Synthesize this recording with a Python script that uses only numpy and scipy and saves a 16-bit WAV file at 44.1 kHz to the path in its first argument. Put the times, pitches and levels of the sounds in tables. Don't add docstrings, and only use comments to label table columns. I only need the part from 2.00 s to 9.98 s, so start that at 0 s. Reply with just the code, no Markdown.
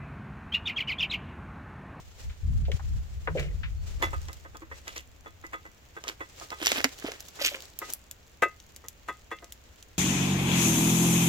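import sys
import numpy as np
from scipy import signal
from scipy.fft import rfft, irfft, next_fast_len
from scipy.io import wavfile
from scipy.ndimage import map_coordinates

SR = 44100
rng = np.random.default_rng(int(sys.argv[2]) if len(sys.argv) > 2 else 0)


def unload_wav(signal):
    wavfile.write(
        sys.argv[1],
        SR,
        np.round(np.clip(np.atleast_2d(signal).T, -1, 1) * 32767).astype(np.int16),
    )


N = 351918
TIME = np.arange(N) / SR
AGE = np.arange(SR // 3) / SR
TOP_HZ = 16400
SNAP_LEAD_S = .00145

# (time [s], level [dB])
RUSTLE = [(0, -59.5), (1.8, -61), (2.25, -54), (2.6, -70), (3.8, -66), (4.29, -61.5), (4.7, -49.5),
          (5.3, -54.5), (5.62, -48.5), (5.75, -61), (6.03, -66.5), (7.98, -64)]


def lid(rim_db=-13, mode_spread_db=4.5, bounce_s=.009, bounce_db=-4, graze_s=.012, graze_db=-16.5):
    # (time [s], level [dB], 2 kHz ring favoured by the point of contact [dB])
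    contacts = [(2.024, -11.5, -2.5), (2.131, -22, -2), (2.286, -31, -1), (2.449, -33.5, -0.5),
                (2.546, -31.5, -5), (2.619, -34, 1), (2.714, -29.5, 3), (2.872, -28, -1.5),
                (2.96, -33.5, 9), (3.259, -30, 1), (3.439, -30.5, 3), (3.532, -21.5, 1.5), (3.652, -33, 0),
                (3.966, -28, 1), (4.039, -33, -4), (4.087, -34, -4), (4.205, -24, 1.5), (4.412, -31, -5),
                (4.517, -22.5, -3), (5.39, -28.5, 4), (5.817, -23.5, -0.5), (6.422, -8, 4),
                (6.84, -37.5, -3), (7.085, -19.5, -1), (7.314, -21.5, 1), (7.424, -36, -5)]
    # (frequency [Hz], level [dB], t60 [s])
    pot_modes = [(325, -9, .1), (455, -13, .09), (540, -11, .1), (690, -9, .08), (994, -10, .07),
                 (1120, -15, .08), (1252, 1, .15), (1563, -3, .07), (1908, -2, .07), (2004, -2.5, .12),
                 (2072, -17, .24), (2191, -18, .12), (2589, -15, .13), (2678, -13.5, .15), (3425, -6, .13),
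                 (3705, -20, .14), (4480, -27, .12), (6702, -27, .11), (7294, -24, .08)]
    # (frequency [Hz], level [dB])
    rim_spectrum = [(100, -17), (230, -8.5), (320, -3.5), (600, -10), (760, -4.5), (1100, -1), (2050, -5),
                    (2450, -9), (3500, -12.5), (5000, -22.5), (7200, -15), (9000, -25), (16000, -26.5)]

    def clatter():
        return coloured(scatter(width=.57), rim_spectrum) * dying(t60=.077, rise=.00022)

    out = np.zeros((2, N))
    hz, mode_db, t60 = np.transpose(pot_modes)
    modes = np.exp(2j * np.pi * hz[:, None] * AGE) * dying(t60[:, None], rise=.0029)
    second_edge = 1 + amp(bounce_db) * np.clip((AGE - bounce_s) / .00067, 0, 1)
    for s, db, pitch_db in contacts:
        force_db = db + 25.5
        phase = rng.uniform(0, 2 * np.pi, len(hz)) + rng.normal(0, .25, (2, len(hz)))
        strengths = amp(mode_db + rng.normal(0, mode_spread_db, len(hz)))
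        ring = ((strengths * np.exp(1j * phase)) @ modes).real * second_edge
        rim = clatter() + amp(bounce_db) * np.roll(clatter(), int(bounce_s * SR), axis=1)
        thud_db = 3.5 - .27 * force_db
        bright_db = -8.5 + .29 * force_db - pitch_db / 2
        ring_db = -10 + .1163 * force_db
        touch = [(170, -11), (300, thud_db), (500, thud_db), (700, -pitch_db),
                 (950, 3), (1250, -.5), (2000, pitch_db), (3400, bright_db)]
        clank = amp(ring_db) * unit_hit(ring) + amp(rim_db) * unit_hit(rim)
        place(out, s, amp(db) * coloured(clank, touch))
        lead_s = graze_s * amp(-.85 * max(force_db, 0))
        place(out, s - lead_s, amp(db + rim_db + graze_db) * unit_hit(clatter()))
    return out


def knocks():
    # (time [s], level [dB], t60 [s])
    thuds = [(.683, -34, 0.12), (1.277, -31, 0.1), (1.352, -24.5, 0.12), (1.387, -32.5, 0.37),
             (6.423, -23.5, .045), (6.456, -34.5, 0.065)]
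    # (time [s], level [dB], centre [Hz], t60 [s])
    taps_and_wash = [(.295, -49, 2030, 0.16), (0.651, -48.5, 2500, 0.12), (.717, -37.5, 2260, 0.035),
                     (0.795, -43.5, 970, 0.079), (1.273, -26.5, 1170, 0.074), (1.371, -35, 2110, 0.3),
                     (1.632, -36, 1950, .15), (7.387, -52, 2980, 0.017)]
    out = np.zeros((2, N))
    for s, db, t60 in thuds:
        place(out, s, knock(db, hz=467, octaves=.36, rise=.0027, t60=t60))
    for s, db, hz, t60 in taps_and_wash:
        place(out, s, knock(db, hz, octaves=.61, rise=.01 * t60, t60=t60))
    plank_boom = knock(db=-23.5, hz=153, octaves=.12, rise=.048, t60=.98)
    place(out, 1.282, plank_boom)
    return out


def knock(db, hz, octaves, rise, t60, skirt_db=-32):
    def resonance(f):
        hump = np.exp(-(np.log2((f + 1) / hz) / octaves) ** 2 / 2)
        return hump + amp(skirt_db) / (1 + (f / (2 * hz)) ** 2)

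    return amp(db) * unit_hit(filtered(scatter(width=.49), resonance) * dying(t60, rise))


def slosh(start_s=1.37, settle_s=.057, db=-33, hz=2500, spread=.25, decay_cycles=14, count=60):
    bubbles = np.zeros(len(AGE))
    for when, tuning, size in rng.random((count, 3)):
        delay = -settle_s * np.log(1 - when)
        age = np.maximum(AGE - delay, 0)
        pitch = hz * (1 + spread * (2 * tuning - 1))
        strength = size * np.exp(-delay / (2 * settle_s))
        bubbles += strength * np.sin(2 * np.pi * pitch * age) * np.exp(-age * pitch / decay_cycles)
    out = np.zeros((2, N))
    place(out, start_s, amp(db) * unit_hit(bubbles))
    return out


def steps(dirt_db=-6):
    # (time [s], level [dB], pitch [Hz], t60 [s])
    footfalls = [(4.616, -39, 334, 0.034), (4.722, -40.5, 268, 0.035), (4.781, -36.5, 272, 0.062),
                 (4.846, -27, 268, 0.085), (5.044, -31, 300, 0.024), (5.086, -36.5, 455, 0.022),
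                 (5.412, -34.5, 564, 0.078), (5.515, -39.5, 570, 0.071), (5.545, -44.5, 532, 0.16)]
    dirt_spectrum = [(170, -33), (280, -3), (700, 0), (2000, -20.5), (6000, -42)]
    out = np.zeros((2, N))
    for s, db, hz, t60 in footfalls:
        thump = np.sin(2 * np.pi * hz * AGE) * dying(t60, rise=.0035)
        dirt = coloured(scatter(width=.15), dirt_spectrum) * dying(t60=.058, rise=.001)
        place(out, s, amp(db) * (unit_hit(thump) + amp(dirt_db) * unit_hit(dirt)))
    return out


def crunches(scrape_db=-5, lead_s=.1, crack_s=.0003, count=800, rise_share=.74):
    # (time of the peak [s], level [dB], fall time [s], low-end weight [dB])
    cues = [(2.042, -30, 0.022, 16.5), (2.89, -46, 0.025, -3), (2.97, -42, 0.027, -9),
            (4.088, -30.5, 0.014, 8), (4.631, -31, 0.023, 8.5), (4.672, -24, .023, -8.5),
            (4.725, -31.5, .04, 4), (4.779, -24.5, 0.018, 10.5), (5.075, -36.5, 0.048, 9),
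            (5.421, -27, 0.014, -11), (5.461, -20, 0.02, -12.5), (5.55, -36.5, 0.019, 6)]
    # (frequency [Hz], level [dB])
    crunch_spectrum = [(170, -28), (280, 3.5), (650, -2), (880, -3.5), (1850, 5.5), (3100, 7.5),
                       (4200, 0.5), (5800, -1), (7300, -3), (9000, -11), (12500, -2.5), (16000, -15)]
    out = np.zeros((2, N))
    crack_age = AGE[:160]
    for s, db, fall_s, weight_db in cues:
        when, pitch, size = rng.random((3, count, 1))
        cracks = size ** 3 * np.sin(2 * np.pi * TOP_HZ * pitch * crack_age)
        cracks *= np.exp(-crack_age / crack_s)
        positions = (when * len(AGE)).astype(int) + np.arange(len(crack_age))
        grains = np.bincount(positions.ravel(), cracks.ravel())[:len(AGE)]
        jerks_db = np.repeat(rng.uniform(-2, 2, len(AGE) // 60 + 1), 60)[:len(AGE)]
        scrape = unit(scatter(width=1) * amp(jerks_db))
        weight_eq = [(900, weight_db), (3200, .69), (5000, .017), (7000, .15), (11000, -3.5)]
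        swarm = coloured(unit(grains) + amp(scrape_db) * scrape, crunch_spectrum, weight_eq)
        past_peak = AGE - lead_s
        swell = np.exp(np.minimum(past_peak / (rise_share * fall_s), -past_peak / fall_s))
        place(out, s - lead_s, amp(db) * unit(swarm) * swell)
    return out


def twigs_and_plastic():
    # (time [s], level [dB], body [dB], high for a thick piece)
    breaks = [(0.7174, -34, -19), (1.3964, -24.5, -7), (2.0252, -20, -5), (2.2847, -33, -12),
              (2.8796, -25.5, -11), (2.9636, -28.5, -11), (2.9796, -26, -20), (4.0389, -29, -14),
              (4.0803, -21.5, -20), (4.3987, -33.5, -18), (4.504, -28, -12), (4.6594, -14, -18),
              (4.6689, -7.5, -18.5), (4.7177, -10, -10), (4.8043, -19.5, -5), (4.814, -29, -14),
              (4.8429, -5.5, -7), (5.1185, -27, -10.5), (5.4495, -15.5, -20)]
    out = np.zeros((2, N))
    for s, db, body_db in breaks:
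        shrill_db = -3.5 - .53 * body_db
        place(out, s - SNAP_LEAD_S, snap(db, body_db, shrill_db, top_db=-24.5, t60=.0069))
    return out


def fire_pops():
    # (time [s], level [dB])
    pops = [(2.2167, -41), (2.3302, -33), (2.5695, -37.5), (3.466, -38.5), (4.9988, -35), (5.205, -28.5),
            (5.2846, -34.5), (5.7894, -20.5), (5.902, -26), (5.9262, -29), (5.9356, -16.5), (6.112, -26.5),
            (6.601, -38.5), (6.7623, -32), (6.8842, -25), (7.4437, -35.5), (7.5227, -29), (7.8264, -36)]
    out = np.zeros((2, N))
    for s, db in pops:
        force_db = db + 28.5
        pop = snap(db, body_db=-23, shrill_db=8.5, top_db=-8.5 + .77 * force_db, t60=.0053)
        place(out, s - SNAP_LEAD_S, pop)
    return out


def snap(db, body_db, shrill_db, top_db, t60, ground_db=-22, crest_db=12):
    crack = scatter(width=.35) * dying(t60, rise=.0004)
    tail = amp(ground_db) * scatter(width=.8) * dying(t60=.055, rise=.001)
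    burst = np.roll(crack + tail, round(SNAP_LEAD_S * SR), axis=1)
    tone = [(170, body_db + 1), (500, body_db + 18), (1000, body_db + 9), (2100, body_db + 19.5),
            (3100, 2.5), (4200, .5), (7000, shrill_db),
            (9000, top_db + 7), (12500, top_db + 14), (16000, top_db + 7.5)]
    return amp(db - crest_db) * unit_hit(coloured(burst, tone))


def embers():
    crackle = ticks(per_s=20, level_db=-61.5, spread_db=1)
    return coloured(crackle, [(500, 2.6), (3000, 5.6), (7200, 19.2), (9000, 6.6), (16000, 4.3)])


def litter():
    cracks = ticks(per_s=45, level_db=curve(RUSTLE, TIME) + 5, spread_db=6)
    return coloured(cracks, [(300, -5), (1500, -32), (3000, 11), (7200, 5.5), (9000, -6), (16000, 1)])


def ticks(per_s, level_db, spread_db, tick_s=.0009, start_s=2.02):
    sizes = amp(level_db + spread_db * rng.uniform(-1, 1, N))
    strikes = (rng.random(N) < per_s / SR) * (TIME > start_s) * sizes
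    envelope = signal.lfilter([1], [1, -np.exp(-1 / (tick_s * SR))], strikes)
    return envelope * (rng.standard_normal(N) + .5 * rng.standard_normal((2, N)))


def rustle(flutter_db=2.5, catch_db=.8):
    # (middle [s], length [s], level [dB])
    sweeps = [(.22, 0.14, -52), (.755, 0.074, -54), (.87, .12, -56), (1.4, 0.11, -51), (1.905, 0.15, -53.5),
              (2.76, 0.09, -56.5), (2.93, 0.17, -55), (4.06, 0.12, -56), (4.41, .1, -49.5),
              (4.72, 0.19, -40), (5.87, 0.13, -46)]
    # (frequency [Hz], level [dB])
    brush_spectrum = [(200, -2.5), (400, 8), (1000, 1.5), (2800, 2), (5000, 1), (7400, 1.5), (9000, -10.5),
                      (16000, -12.5)]
    rubbing = np.hypot(amp(curve(RUSTLE, TIME)), swells(sweeps, edge=2.5))
    roughness = amp(flutter_db * wobble(70) + catch_db * wobble(15))
    return rubbing * roughness * rush(brush_spectrum, likeness=[(1000, .027)])


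def wind(air_db=-56, eddy_db=15):
    # (time [s], level [dB])
    breeze = [(0, -48.5), (.38, -52.5), (1.1, -37), (1.25, -37), (1.4, -32.5), (2.25, -35.5), (2.4, -50),
              (3.6, -59.5), (4.2, -78)]
    # (middle [s], length [s], level [dB])
    gusts = [(.275, 0.1, -36.5), (.575, 0.28, -26), (.745, 0.024, -28.5), (.91, 0.21, -31.5)]
    # (frequency [Hz], level [dB])
    rumble_spectrum = [(20, -11), (45, -0.5), (78, 3), (100, -7), (125, -14.5), (170, -23), (240, -34),
                       (500, -89)]
    # (frequency [Hz], level [dB])
    eddy_spectrum = [(60, -20), (130, 8), (185, -4), (260, -13), (500, -53)]
    # (frequency [Hz], level [dB])
    air_spectrum = [(25, -11.5), (66, 0), (110, -8), (172, -15), (358, -18.5), (550, -19), (850, -22.5),
                    (2700, -24), (5200, -34), (7000, -28), (8830, -47.5), (12500, -39), (15500, -32.5),
                    (16500, -63)]
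    # (frequency [Hz], left-right correlation [0-1])
    air_likeness = [(50, 1), (300, 0.48), (1000, 0), (4000, 0)]
    force = (amp(curve(breeze, TIME)) + swells(gusts, edge=4.5)) * amp(wobble(22))
    rumble = force * rush(rumble_spectrum, likeness=[(60, .1)])
    eddies = amp(eddy_db) * force ** 2 * rush(eddy_spectrum, likeness=[(60, .074)])
    air = amp(air_db + .33 * wobble(3.53)) * rush(air_spectrum, air_likeness)
    lean_left = amp([[1], [-1]])
    return (rumble + eddies) * lean_left + air


def bird(start_s=1.69, length_s=.24, low_hz=4050, high_hz=4750, db=-67):
    progress = np.clip((TIME - start_s) / length_s, 0, 1)
    pitch = low_hz + (high_hz - low_hz) * progress
    waver = 1 + .012 * wobble(250)
    whistle = np.sin(2 * np.pi * np.cumsum(pitch * waver) / SR)
    return amp(db) * np.sin(np.pi * progress) ** 2 * whistle


def shelter(x):
    # (frequency [Hz], t60 [s])
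    decay_times = [(200, 0.065), (2000, 0.23), (10000, 0.18)]
    hz, t, noise = signal.stft(rng.standard_normal((2, SR // 3)), SR, nperseg=256)
    decay = amp(-60 * t / along(decay_times, hz)[:, None])
    _, tail = signal.istft(noise * decay, SR, nperseg=256)
    tail = np.pad(tail / np.linalg.norm(tail[0]), ((0, 0), (SR // 200, 0)))
    return signal.fftconvolve(x, tail, axes=1)[:, :N]


def place(track, s, sound):
    # (time [s], delay of the left ear [s], left minus right [dB])
    bearing = [(.7, -.0001, 1.5), (1.7, -.00018, 3), (2.0, .00027, -2), (3.5, .00026, -1),
               (4.8, .00021, -2.5), (5.5, .00014, -1), (6.1, -.00002, 2.2), (7.9, -.00002, 0.5)]
    times, lags, pans = np.transpose(bearing)
    lag_s, pan_db = np.interp(s, times, lags), np.interp(s, times, pans)
    ears = np.array([[.5], [-.5]])
    pair = filtered(sound * amp(ears * pan_db), lambda hz: np.exp(-2j * np.pi * hz * lag_s * ears))
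    start = max(round(s * SR), 0)
    track[:, start:start + len(AGE)] += pair[:, :N - start]


def dying(t60, rise):
    return amp(-60 * AGE / t60) * (1 - np.exp(-AGE / rise))


def swells(rows, edge):
    return sum(amp(db) * np.exp(-np.abs(2 * (TIME - s) / length) ** edge) for s, length, db in rows)


def wobble(rate):
    return map_coordinates(rng.standard_normal(int(N * rate / SR) + 4), [TIME * rate])


def scatter(width):
    mid, side = rng.standard_normal((2, len(AGE)))
    return np.array([mid + width * side, mid - width * side])


def rush(spectrum, likeness):
    def mid_side_gains(hz):
        angle = np.arccos(np.clip(along(likeness, hz), -1, 1)) / 2
        return amp(along(spectrum, hz)) * [np.cos(angle), np.sin(angle)]

    mid, side = filtered(rng.standard_normal((2, N)), mid_side_gains)
    return unit(np.array([mid + side, mid - side]))


def coloured(x, *spectra):
    return filtered(x, lambda hz: amp(sum(along(points, hz) for points in spectra)))


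def filtered(x, response):
    n = x.shape[-1]
    padded = next_fast_len(n + SR // 20, True)
    return irfft(rfft(x, padded) * response(np.fft.rfftfreq(padded, 1 / SR)), padded)[..., :n]


def along(points, hz):
    freqs, values = np.transpose(points)
    return np.interp(np.log(hz + 1), np.log(freqs + 1), values)


def curve(rows, t):
    return np.interp(t, *np.transpose(rows))


def amp(db):
    return 10 ** (np.asarray(db) / 20)


def unit(x):
    return x / np.sqrt(np.mean(x ** 2) + 1e-20)


def unit_hit(x):
    energy = np.sum(np.atleast_2d(x) ** 2, axis=1).mean()
    return x / np.sqrt(energy / (SR * .01) + 1e-20)


def scene(wet_db=-19):
    handling = lid() + knocks() + slosh()
    near = handling + steps() + crunches() + twigs_and_plastic() + fire_pops() + embers() + litter()
    return near + amp(wet_db) * shelter(near) + rustle() + wind() + bird()


def record(dry):
    return filtered(dry, lambda hz: hz < TOP_HZ)


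dry = scene()
out = record(dry)
unload_wav(out)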